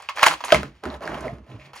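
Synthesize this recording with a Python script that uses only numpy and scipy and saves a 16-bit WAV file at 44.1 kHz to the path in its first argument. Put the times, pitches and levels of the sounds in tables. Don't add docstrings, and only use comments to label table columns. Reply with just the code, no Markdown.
import sys
import numpy as np
from scipy import signal
from scipy.fft import rfft, irfft
from scipy.io import wavfile
from scipy.ndimage import uniform_filter1d

SR = 44100
rng = np.random.default_rng(int(sys.argv[2]) if len(sys.argv) > 2 else 0)


def digitize_waveform(pressure):
    field = np.atleast_2d(pressure).T
    bounded = np.clip(field, -1, 1)
    quanta = np.round(bounded * 32767).astype(np.int16)
    wavfile.write(sys.argv[1], SR, quanta)


def magnitude_from_level(level_db):
    exponent = np.asarray(level_db, float) / 20
    return 10 ** exponent


N = 79380

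# start_s, peak_db, pitch_hz, ripple_s
WALL_SNAPS = [(.002, -33.5, 1010, 0.006), (0.026, -37, 1160, 0.0027), (0.0885, -17, 2250, 0.003),
              (0.0896, -21, 1050, 0.0044), (0.094, -21, 1100, 0.0096), (0.173, -20.5, 1140, 0.0057),
              (0.1836, -19.5, 925, 0.0031), (0.186, -21, 1725, 0.0036), (0.193, -19, 1300, 0.005),
              (0.196, -19.5, 1800, 0.0024), (0.203, -24.5, 990, .002), (0.209, -23, 950, 0.0049),
              (0.2143, -21, 960, 0.002), (0.223, -17.5, 1000, .003), (0.226, -10.5, 940, 0.0064),
              (0.23, -2, 1460, .002), (0.231, 0, 960, 0.0037), (0.2385, -0.5, 2400, 0.0028),
              (.242, -5.5, 1350, 0.0027), (0.2568, -10.5, 1290, 0.0034), (0.2641, -1.5, 1530, 0.0061),
              (0.2675, 0.5, 940, 0.0026), (0.275, -5, 760, 0.002), (0.2808, -10, 680, 0.0016),
              (0.2835, -6, 2984, 0.0038), (0.29, -24, 2300, .003), (0.3108, -14, 1090, 0.0037),
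              (0.3154, -19, 1303, .003), (0.3217, -21, 996, .002), (0.334, -24, 1350, 0.002),
              (.338, -17.5, 960, 0.006), (0.406, -25, 1050, 0.01), (.439, -17.5, 907, 0.012),
              (0.4825, -19.5, 1020, 0.002), (0.49, -22.5, 900, 0.0072), (0.505, -14.5, 1910, .003),
              (0.5224, -3, 3060, 0.0045), (1.516, -42.5, 2600, 0.026), (1.598, -40.5, 2195, 0.075),
              (1.7337, -33, 1030, 0.0033), (1.737, -36.5, 990, 0.0053), (1.7535, -43, 950, 0.0023),
              (1.7599, -33.5, 1050, 0.0024), (1.766, -34, 955, 0.0059), (1.77, -37, 1900, 0.006),
              (1.775, -36.5, 4400, 0.014)]
# start_s, peak_db, ripple_s
EDGE_CRACKS = [(0.161, -31, 0.011), (0.229, -9, 0.01), (0.234, -14, 0.0095), (0.261, -10, 0.023),
               (0.023, -30.5, 0.0024), (0.328, -29, 0.014), (0.448, -16.5, 0.015), (0.522, -21, 0.00089),
               (0.544, -17, 0.0094), (1.208, -29, 0.003), (1.735, -47, .006), (1.755, -37.5, 0.033)]
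# time_s, level_db
CRINKLE_LEVEL = [(0, -50.5), (.13, -59.5), (.17, -42.5), (.23, -32.5), (.29, -28), (.36, -37), (.4, -46.5),
                 (.46, -46.5), (.54, -25), (.73, -63.5), (.8, -65), (1.45, -71.5), (1.52, -59.5),
                 (1.6, -62.5), (1.66, -52.5), (1.725, -78.5), (1.74, -49), (1.8, -48)]
# pitch_hz, width_hz, level_db
SHELL_MODES = [(990, 430, 2), (1400, 95, 0.5), (2190, 26, -13.5), (2280, 39, -5), (3020, 16, -1),
               (3450, 49, -27), (4380, 23, -8)]
# pitch_hz, density_db
SHELL_SKIN = [(200, -27), (500, -8), (1000, -6.5), (2500, -6), (5000, -17.5), (11000, -32.5), (16000, -24)]
# start_s, peak_db, pitch_hz, table_ring_db
FIGURE_KNOCKS = [(0.5218, -0.5, 1500, 5.5), (0.5249, 5, 625, -4), (0.546, 1.5, 2090, 2.5),
                 (.559, -10, 2200, 5), (.577, -29, 2000, -6), (0.632, -14, 1350, 4.5),
                 (.838, -18.5, 776, 5), (0.855, -17.5, 1376, 2), (0.861, -24, 366, -16.5),
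                 (0.9022, -29.5, 3840, -13.5), (.942, -33, 3660, -6), (1.008, -31, 643, -11),
                 (1.022, -41, 1800, -3), (1.055, -32, 4730, -11.5), (1.039, -26, 2720, 6),
                 (1.0768, -16, 1560, -5.5), (1.1214, -36, 1500, -11), (1.1445, -22.5, 2740, 5),
                 (1.385, -37, 330, -0.5), (1.466, -44, 640, -7.5), (1.281, -24.5, 1980, -19)]
# pitch_hz, level_db, t60_s
TABLE_MODES = [(211, -3, 0.059), (258, -8, 0.12), (337, -2.5, 0.082), (441.3, 12, 0.14), (625, -6, 0.017),
               (740, -7, 0.26), (829, -10, 0.047), (1018, 3.5, 0.075), (1261, 7, 0.13), (1500, -20.5, 0.16),
               (1715, -6.5, 0.057)]
# time_s, level_db
DRAG_LEVEL = [(.825, -64.5), (.84, -33.5), (.89, -38.5), (.95, -38.5), (.995, -57.5), (1.02, -38),
              (1.07, -35), (1.15, -32.5), (1.2, -39), (1.255, -35), (1.31, -45.5), (1.37, -57),
              (1.44, -64.5), (1.5, -53), (1.55, -51.5), (1.62, -60), (1.7, -56), (1.8, -72)]
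# pitch_hz, density_db
SCUFF_COLOUR = [(200, 7.5), (600, -8.5), (1000, -4), (3000, -22), (7000, -41.5), (12000, -60.5),
                (16000, -67)]
# start_s, swell_s, peak_db, pitch_hz
TABLE_BOOMS = [(.275, .08, -45, 154.6), (.29, 0.048, -42, 308.5), (.31, .09, -48, 65.1),
               (.33, 0.031, -47.5, 295), (.425, 0.07, -51, 272), (.43, 0.038, -54.5, 66),
               (.53, 0.07, -27, 141), (.535, 0.16, -29.5, 63.9), (.56, .06, -30, 208.4),
               (.6, 0.083, -34.5, 65), (.62, 0.084, -40, 142.9), (.68, 0.05, -42.5, 61),
               (.84, 0.18, -38.5, 65.7), (.85, 0.054, -32.5, 250), (.94, .07, -47.5, 71),
               (1.07, 0.21, -36.5, 64.8), (1.08, 0.14, -37.5, 142.6), (1.215, 0.18, -36, 59.5),
               (1.245, 0.092, -36, 133), (1.318, 0.037, -33.5, 116), (1.33, 0.07, -44.5, 65.2),
               (1.39, 0.034, -47, 110), (1.4, .07, -50, 68), (1.485, 0.12, -40, 128),
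               (1.52, 0.076, -38, 122.8), (1.545, 0.061, -43.5, 62.5), (1.6, 0.12, -57, 131),
               (1.645, 0.09, -51.5, 137), (1.73, 0.06, -53, 62)]
# start_s, swell_s, peak_db, pitch_hz
FIGURE_SHUDDERS = [
    (1.062, 0.04, -42, 641),
    (1.241, 0.041, -31.5, 631.8),
    (1.267, 0.01, -32, 483),
    (1.283, 0.033, -37, 656),
]
# pitch_hz, phase_rad
PORT_PHASE = [(0, 0), (2240, .3), (3700, 1.9), (4310, 1.2), (6980, 0), (7840, 2.7), (8610, 3.3), (9820, .5),
              (11800, -.4), (12700, -3), (16000, -6)]
# pitch_hz, difference_db
PORT_DIFFERENCE = [(60, -1.8), (900, -2.8), (4400, 1.5), (8000, -.6)]
# pitch_hz, gain_db
TREBLE_BALANCE = [(12300, 0), (12700, -20), (14000, -18), (14600, -3), (15700, -3), (16100, -35)]
# pitch_hz, density_db
ROOM_TONE = [(20, -27), (65, -0.5), (300, -23.5), (1100, -25), (2600, -24), (5000, -49.5), (16000, -58.5)]


def level(x, db):
    return x * magnitude_from_level(db) / np.sqrt(np.mean(x ** 2))


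def band(x, hz, width):
    return signal.lfilter(*signal.iirpeak(hz, hz / width, fs=SR), x)


def double_band(x, hz, width):
    return band(band(x, hz, width), hz, width)


def colour(x, points):
    hz, db = np.array(points).T
    log_hz = np.log(np.linspace(1, SR / 2, 2049))
    cepstrum = irfft(np.interp(log_hz, np.log(hz), db) * np.log(10) / 20)
    cepstrum[1:2048] *= 2
    cepstrum[2049:] = 0
    response = irfft(np.exp(rfft(cepstrum)))
    return signal.fftconvolve(x, response, axes=-1)[:len(x)]


def clicks(size, per_s, spread_db):
    chance, sign, height = rng.random((size, 3)).T
    height_db = np.minimum(-spread_db * np.log(height + 1e-9), 4 * spread_db)
    return (chance < per_s / SR) * np.sign(sign - .5) * magnitude_from_level(height_db)


def walk(per_s):
    k = int(SR / per_s)
    steps = np.repeat(rng.standard_normal(N // k + 1), k)
    return 3.0 * uniform_filter1d(uniform_filter1d(steps, k), k)[:N]


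def curve(points):
    time_s, db = np.array(points).T
    return magnitude_from_level(np.interp(np.arange(N) / SR, time_s, db, left=-120, right=db[-1]))


def add(out, x, start_s, db):
    i = int(start_s * SR)
    out[i:i + len(x)] += (x * magnitude_from_level(db) / np.max(np.abs(x)))[:N - i]


def snaps():
    out, t = np.zeros(N), np.arange(5000) / SR
    for start_s, db, hz, ripple_s in WALL_SNAPS:
        ripple = .5 * creases(len(t), 1100, 3.5) * np.exp(-t / max(ripple_s, .001))
        wall = double_band(ripple + 3.1 * (t == 0), hz, hz / 3.14 * 1.45)
        whole = shell(ripple + 0.72 * (t == 0), -20.5)
        add(out, level(wall, 0) + level(whole, -1.5), start_s, db + 2.0)
    return out


def cracks():
    out, t = np.zeros(N), np.arange(5000) / SR
    for start_s, db, ripple_s in EDGE_CRACKS:
        ripple = 0.42 * clicks(len(t), 6000, 3.0) * np.exp(-t / max(ripple_s, .001))
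        ripple[0] = 1.7
        add(out, double_band(ripple, 7730, 5100), start_s, db - 0.5)
    return out


def crinkle():
    return shell(creases(N, 500, 1), -11.5) * curve(CRINKLE_LEVEL) * magnitude_from_level(1.2 * walk(40))


def creases(size, per_s, spread_db):
    out = np.zeros(size)
    for hz in 400 * 1.42 ** np.arange(11):
        rate = per_s * (hz / 3000) ** .5
        out += band(clicks(size, rate, spread_db), hz, hz / 2.6) * (3000 / hz) ** .25
    return out


def shell(x, modes_db):
    modes = np.zeros(len(x))
    for k, (hz, width_hz, db) in enumerate(SHELL_MODES):
        modes += (-1) ** k * magnitude_from_level(db) * band(x, hz, 2.7 * width_hz)
    return level(colour(x, SHELL_SKIN), 0) + level(modes, modes_db)


def knocks():
    out, t = np.zeros(N), np.arange(8000) / SR
    for start_s, db, hz, ring_db in FIGURE_KNOCKS:
        blow = .3 * clicks(len(t), 1500, 2.5) * np.exp(-t / .004)
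        blow[0] = 2.2
        ring = level(tabletop(blow) * np.exp(-t / 0.026), ring_db)
        figure = level(band(band(blow, hz, hz / 4.6), hz, hz / 4.8), 0)
        skin = level(colour(blow, SHELL_SKIN), -18)
        add(out, ring + figure + skin, start_s, db - 1)
    return out


def tabletop(x):
    return sum(magnitude_from_level(db) * band(x, hz, 1.42 / t60_s) / np.sqrt(t60_s) for hz, db, t60_s in TABLE_MODES)


def drag():
    slip = clicks(N, 3000, 2.5) * magnitude_from_level(1.5 * walk(110))
    figure = level(band(slip, 625, 70), -4.5)
    table = level(tabletop(slip), -7)
    scuff = level(colour(creases(N, 700, 1), SCUFF_COLOUR), -1)
    return curve(DRAG_LEVEL) * (figure + table + scuff)


def swells(rows, rumble_db):
    out = np.zeros(N)
    size = int(.5 * SR)
    for start_s, swell_s, db, hz in rows:
        u = np.arange(size) / SR / swell_s
        wobble = 1 + .03 * walk(45)[:size]
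        mode = np.sin(2 * np.pi * np.cumsum(hz * wobble) / SR) * magnitude_from_level(1.5 * walk(50)[:size])
        rumble = double_band(rng.standard_normal(size), 223, 220)
        swell = u ** 0.85 * np.exp(-(2.15 * u) ** 1.34)
        add(out, swell * (mode + level(rumble, rumble_db)), start_s, db + 4.5)
    return out


def booms():
    return swells(TABLE_BOOMS, -7.5)


def shudders():
    return swells(FIGURE_SHUDDERS, -31)


def ports(dry):
    hz = np.fft.rfftfreq(N, 1 / SR)
    phase = np.interp(hz, *np.array(PORT_PHASE).T)
    difference_db = np.interp(hz, *np.array(PORT_DIFFERENCE).T)
    half = np.exp(.5j * phase) * magnitude_from_level(.5 * difference_db)
    return irfft(rfft(dry) * np.array([half, 1 / half]), N)


def room_echo(dry):
    t, t60_s = np.arange(int(.4 * SR)) / SR, 0.17
    echo = rng.standard_normal((2, len(t))) * magnitude_from_level(-60 * t / t60_s) * (t > .003)
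    echo = signal.lfilter(*signal.butter(2, [520, 9000], "band", fs=SR), echo)
    echo /= np.sqrt(np.sum(echo ** 2) / 2)
    return magnitude_from_level(-12) * signal.fftconvolve(dry[None], echo, axes=-1)[:, :N]


def room_tone():
    air = [level(colour(rng.standard_normal(N), ROOM_TONE), -64) for _ in range(3)]
    return air[0] + 0.16 * np.array(air[1:])


def scene():
    dry = snaps() + cracks() + crinkle() + knocks() + drag() + booms() + shudders()
    return ports(dry) + room_echo(dry) + room_tone()


def low_pass(x):
    return signal.sosfilt(signal.butter(12, 17020, fs=SR, output="sos"), x)


def record(dry):
    bass_cut = signal.butter(3, 53.4, "high", fs=SR, output="sos")
    mic = signal.sosfilt(bass_cut, [colour(x, TREBLE_BALANCE) for x in dry])
    mix = np.clip(mic, -1.0, 1.0)
    return low_pass(mix)


dry = scene()
out = record(dry)
digitize_waveform(out)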